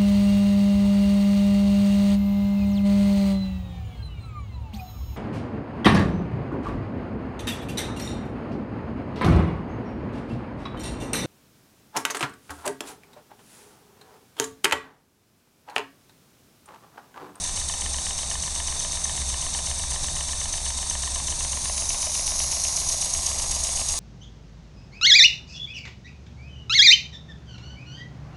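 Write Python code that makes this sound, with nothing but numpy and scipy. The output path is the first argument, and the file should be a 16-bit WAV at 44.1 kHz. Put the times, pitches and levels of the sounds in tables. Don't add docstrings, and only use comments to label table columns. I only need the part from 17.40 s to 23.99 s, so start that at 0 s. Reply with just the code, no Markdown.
import sys
import numpy as np
from scipy import signal
from scipy.fft import rfft, irfft, next_fast_len
from scipy.io import wavfile
from scipy.ndimage import map_coordinates

SR = 44100
rng = np.random.default_rng(int(sys.argv[2]) if len(sys.argv) > 2 else 0)


def wav_out(sig):
    wavfile.write(sys.argv[1], SR, np.round(np.clip(np.atleast_2d(sig).T, -1, 1) * 32767).astype(np.int16))


N = 290619
TIME = np.arange(N) / SR


def from_db(db):
    return 10 ** (np.asarray(db) / 20)


def unit_rms(x):
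    return x / np.sqrt(np.mean(x ** 2) + 1e-20)


def in_time(rows):
    return np.interp(TIME, *np.transpose(rows))


def at_moments(curve, times):
    return np.interp(times, TIME, curve)


def at_place(rows, place):
    return [np.interp(place, np.arange(len(rows)), column) for column in np.transpose(rows)]


def drift(rate_hz):
    size = next_fast_len(N // 20 + 1)
    hz = np.arange(size // 2 + 1) * SR / 20 / size
    slow = irfft(rfft(rng.standard_normal(size)) / (1 + (hz / rate_hz) ** 2), size)
    return np.interp(np.arange(N) / 20, np.arange(size), unit_rms(slow))


def coloured(noise, spectrum):
    size = next_fast_len(N)
    hz = np.maximum(np.arange(size // 2 + 1) * SR / size, 1)
    points_hz, db = np.transpose(spectrum)
    skirts = np.minimum(1, np.minimum(hz / points_hz[0], points_hz[-1] / hz)) ** 2
    gain = from_db(np.interp(np.log(hz), np.log(points_hz), db))
    return unit_rms(irfft(rfft(noise, size) * skirts * gain, size)[:N])


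def resonate(x, hz, width_hz):
    r = np.exp(-np.pi * width_hz / SR)
    poles = [1, -2 * r * np.cos(2 * np.pi * hz / SR), r * r]
    return signal.lfilter(np.array([1, 0, -1]) * (1 - r * r) / 2, poles, x)


def clicks(times, heights):
    return np.bincount(np.clip(times * SR, 0, N - 1).astype(int).ravel(), heights.ravel(), N)


def scatter(x, lags_s, feedback):
    for lag in lags_s:
        loop = np.concatenate([[1], np.zeros(int(lag * SR)), [feedback]])
        x = signal.lfilter(loop[::-1], loop, x + 1e-18)
    return np.roll(x, -int(max(lags_s) * SR))


def each_turn(turns, share):
    return np.interp(np.arange(share, turns[-1]), turns, TIME)


def workshop(x, t60_s):
    t = TIME[:SR // 2]
    tail = rng.standard_normal(len(t)) * from_db(-60 * t / t60_s) * (t > .003)
    return signal.fftconvolve(x, tail / np.linalg.norm(tail))[:N]


# f/Hz, relative level/dB
BURNER_SPECTRUM = [(15, 5), (26, -4), (36, 2.5), (54, -14), (66, 0), (78, -4), (92, -11), (115, -11),
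                   (133, -13), (150, -12.5), (167, -15), (220, -17.5), (400, -25.5), (1000, -30)]


def burner(flutter_db):
    return coloured(rng.standard_normal(N), BURNER_SPECTRUM) * from_db(flutter_db * drift(6.4))


# multiple of the turning rate, relative level/dB
THRUM_PARTIALS = [(3, -5), (8, -2), (9, -16), (10, -10.5), (16, -18), (17, -20), (20, -21.5), (21, -22),
                  (29, -29)]
# t/s, level/dB
THRUM_LEVEL = [(0, -41.5), (2.1, -37.2), (4.15, -37), (4.6, -40.5), (5.6, -42), (6.59, -38.5)]


def bench(turns, waver):
    thrum = 0
    for multiple, db in THRUM_PARTIALS:
        angle = 2 * np.pi * (multiple * turns + rng.random())
        partial = (1 + waver * drift(5.5)) * np.cos(angle) + waver * drift(6.2) * np.sin(angle)
        thrum += from_db(db) * partial
    return np.sqrt(2) * from_db(in_time(THRUM_LEVEL)) * thrum


# f/Hz, relative level/dB
BASE_SPECTRUM = [(300, -14.5), (480, -9.5), (600, -1), (760, 0.5), (860, -1), (990, 1), (1150, -3.5),
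                 (1450, -15), (1800, -8.5), (2500, -8.5), (4000, -27)]


def rubbing(turns, swing_db, grain_db):
    load_db = swing_db * np.cos(2 * np.pi * (turns - .15)) + grain_db * drift(160)
    return coloured(rng.standard_normal(N) * from_db(load_db), BASE_SPECTRUM)


# lag/ms, level/dB
BENCH_ECHO = [(1.115, -18), (1.28, -16), (1.38, -15), (1.42, -15)]
BOILER_ECHO = [(.49, -23), (.41, -11), (.39, -38), (.39, -38)]
FRAME_ECHO = [(1.05, -35), (1.05, -35), (1.05, -28), (1.05, -16)]


def reflections(steam, place):
    echoes = 0
    for surface in (BENCH_ECHO, BOILER_ECHO, FRAME_ECHO):
        lag_ms, db = at_place(surface, place)
        echoes += from_db(db) * map_coordinates(steam, [np.arange(N) - lag_ms * SR / 1000], order=3)
    return echoes


# f/Hz, relative level/dB
HISS_BEHIND_BOILER = [(1500, -18.5), (2000, -21), (3300, -12), (3680, -2), (4050, -6.5), (4400, -5),
                      (5050, -7.5), (5700, -0.5), (6300, 2), (7000, -4), (9150, 0.5), (9550, -7),
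                      (10250, -8.5), (11000, -18)]
HISS_BESIDE_BOILER = [(1500, -23), (2000, -26), (3300, -11.5), (3850, -4), (4500, -8), (5300, -4.5),
                      (5750, 1), (6300, 5.5), (7000, -4), (7750, -6), (8900, -1.5), (9900, 0.5),
                      (10900, -16), (11600, -18)]
HISS_AT_CYLINDER = [(1500, -25), (2000, -23), (3300, -19.5), (3900, -9), (4700, -9), (5900, 0.5),
                    (6650, 0.5), (7550, -12), (8100, -8), (9000, -7), (10100, -5), (10700, -8),
                    (11400, -15.5)]
HISS_AT_FLYWHEEL = [(1500, -34), (2000, -26), (3400, -11), (4000, -6.5), (5300, -5), (5750, -2), (6050, -3),
                    (6550, 5), (7250, -7), (8450, -1.5), (10000, -6.5), (10550, -6), (11050, -13),
                    (11550, -16)]
# lag after the outward knock/turns, width/turns, level/dB
STEAM_SWELLS = [(.94, .04, 5.4), (.2, .11, 3.6), (.66, .09, 1.8)]


def hiss(turns, place, fizz_per_s, fizz_db, sputter_db):
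    flow_db = 0
    for share, width, db in STEAM_SWELLS:
        from_peak = (turns - share + .5) % 1 - .5
        flow_db += db * np.exp(-.5 * (from_peak / width) ** 2)
    flow = unit_rms(from_db(flow_db + sputter_db * drift(90)))
    fizz = (rng.random(N) < fizz_per_s / SR) * rng.uniform(-1, 1, N)
    jet = rng.standard_normal(N) + from_db(fizz_db) * unit_rms(fizz)
    spectra = [HISS_BEHIND_BOILER, HISS_BESIDE_BOILER, HISS_AT_CYLINDER, HISS_AT_FLYWHEEL]
    return flow * sum(np.maximum(0, 1 - abs(place - k)) * coloured(jet, spectrum)
                      for k, spectrum in enumerate(spectra))


# f/Hz, width/Hz, level/dB
PORT_MODES = [(5670, 480, -7), (6230, 280, 3.5), (6600, 280, -6), (8800, 670, -9), (9300, 460, -9)]
# t/s, level/dB over a usual chuff
WATER_SLUGS = [(1.02, 4), (1.40, 5), (1.64, 7), (3.50, 7.5), (4.49, 8.5), (5.24, 7.5), (5.49, 5.5),
               (5.74, 4), (5.86, 4), (6.24, 4)]


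def chuffs(turns, level_db, lead_s, burst_s, chuff_spread_db, drop_spread_db, drops=14):
    open_s = each_turn(turns, 0) - lead_s
    wet_db = chuff_spread_db * rng.standard_normal(len(open_s))
    for slug_s, db in WATER_SLUGS:
        wet_db[np.argmin(abs(open_s - slug_s))] = db
    strength = from_db(at_moments(level_db, open_s) + wet_db)
    times = open_s[:, None] + burst_s * rng.gamma(3, 1, (len(open_s), drops))
    sizes = from_db(drop_spread_db * rng.standard_normal(times.shape)) * rng.choice([-1, 1], times.shape)
    sizes *= strength[:, None] / np.linalg.norm(sizes, axis=1, keepdims=True)
    bursts = clicks(times, sizes)
    return sum((-1) ** k * from_db(db) * resonate(bursts, hz, width)
               for k, (hz, width, db) in enumerate(PORT_MODES))


# f/Hz, width/Hz, level/dB from afar, level/dB close up
FRAME_MODES = [(240, 36, -16, -14.5), (640, 107, -3.5, 0.5), (793, 150, -5.5, -7.5), (1019, 88, 2, 0),
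               (1235, 130, -8.5, -29), (1788, 140, -1, -14), (2280, 250, -7.5, -6), (2650, 235, -9, -4),
               (2950, 190, 1.5, -2.5), (3136, 160, 1, -4.5), (3830, 280, -12, -7)]


def knocks(times, level_db, close_up, tilt_db_per_octave, chatter_s, bounce_db=-13, contacts=5):
    lag_s = chatter_s * rng.standard_normal((len(times), contacts))
    lag_s[:, 0] = 0
    force = np.where(np.arange(contacts) > 0, from_db(bounce_db) * rng.choice([-1, 1], lag_s.shape), 1)
    force *= from_db(level_db)[:, None] / np.linalg.norm(force, axis=1, keepdims=True)
    blows = clicks(times[:, None] + lag_s, force)
    ring = 0
    for k, (hz, width, far_db, close_db) in enumerate(FRAME_MODES):
        db = (close_db if close_up else far_db) + tilt_db_per_octave * np.log2(hz / 1800)
        ring += (-1) ** k * from_db(db) * resonate(blows, hz, width)
    return ring


def crank(turns, nearness, level_db, spread_db, return_share):
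    out_s, back_s = each_turn(turns, 0), each_turn(turns, return_share)
    out_db = at_moments(level_db, out_s) + spread_db * rng.standard_normal(len(out_s))
    back_db = at_moments(level_db, back_s) + spread_db * rng.standard_normal(len(back_s))
    far = knocks(out_s, out_db, close_up=False, tilt_db_per_octave=0, chatter_s=.0016)
    far += knocks(back_s, back_db, close_up=False, tilt_db_per_octave=-.5, chatter_s=.001385)
    close = knocks(out_s, out_db + 1.2, close_up=True, tilt_db_per_octave=2.5, chatter_s=.002)
    close += knocks(back_s, back_db, close_up=True, tilt_db_per_octave=-2.1, chatter_s=.001255)
    far = scatter(far, lags_s=(.0004, .0009), feedback=.6)
    close = scatter(close, lags_s=(.0007,), feedback=.61)
    return np.sqrt(1 - nearness) * far + np.sqrt(nearness) * close


def flywheel_turns(first_knock_s, turn_s, slowing_s_per_turn):
    even_turns = (TIME - first_knock_s) / turn_s
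    return even_turns - slowing_s_per_turn / turn_s * even_turns ** 2 / 2


# t/s, place (0 behind the boiler, 1 beside it, 2 at cylinder, 3 at flywheel)
MIC_PATH = [(3.7, 0), (4.2, 0.6), (4.5, 1.4), (5.0, 2), (5.55, 2.5), (5.85, 3)]
# level/dB of hiss, chuffs, knocks and rubbing
PLACE_LEVELS = [(-30.1, 7, 0.1, -44), (-27.8, 5, 3.3, -43.6), (-26.0, 10, 0.6, -43.4),
                (-27.6, 14, -1.0, -41.7)]


def scene():
    turns = flywheel_turns(first_knock_s=.0504, turn_s=.12307, slowing_s_per_turn=.000035)
    place = in_time(MIC_PATH)
    hiss_db, chuff_db, knock_db, rubbing_db = at_place(PLACE_LEVELS, place)
    steam = from_db(hiss_db) * hiss(turns, place, fizz_per_s=1200, fizz_db=-7.5, sputter_db=.86)
    steam += chuffs(turns, chuff_db, lead_s=.0145, burst_s=.0016, chuff_spread_db=2, drop_spread_db=2.2)
    steam += reflections(steam, place)
    nearness = np.minimum(place, 1)
    engine = steam + crank(turns, nearness, knock_db + 4, spread_db=1, return_share=.332)
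    room = from_db(-13) * workshop(engine, t60_s=.3)
    friction = from_db(rubbing_db) * rubbing(turns, swing_db=.4, grain_db=2)
    rumble = bench(turns, waver=.39) + from_db(-39) * burner(flutter_db=1.2)
    return (engine + room + friction + rumble)[None]


def record(dry):
    dipped = dry - .5 * resonate(dry, hz=11030, width_hz=350)
    rounded = signal.sosfilt(signal.butter(14, 11500, fs=SR, output="sos"), dipped)
    return signal.sosfilt(signal.ellip(12, .2, 90, 12150, fs=SR, output="sos"), rounded)


dry = scene()
out = record(dry)
wav_out(out)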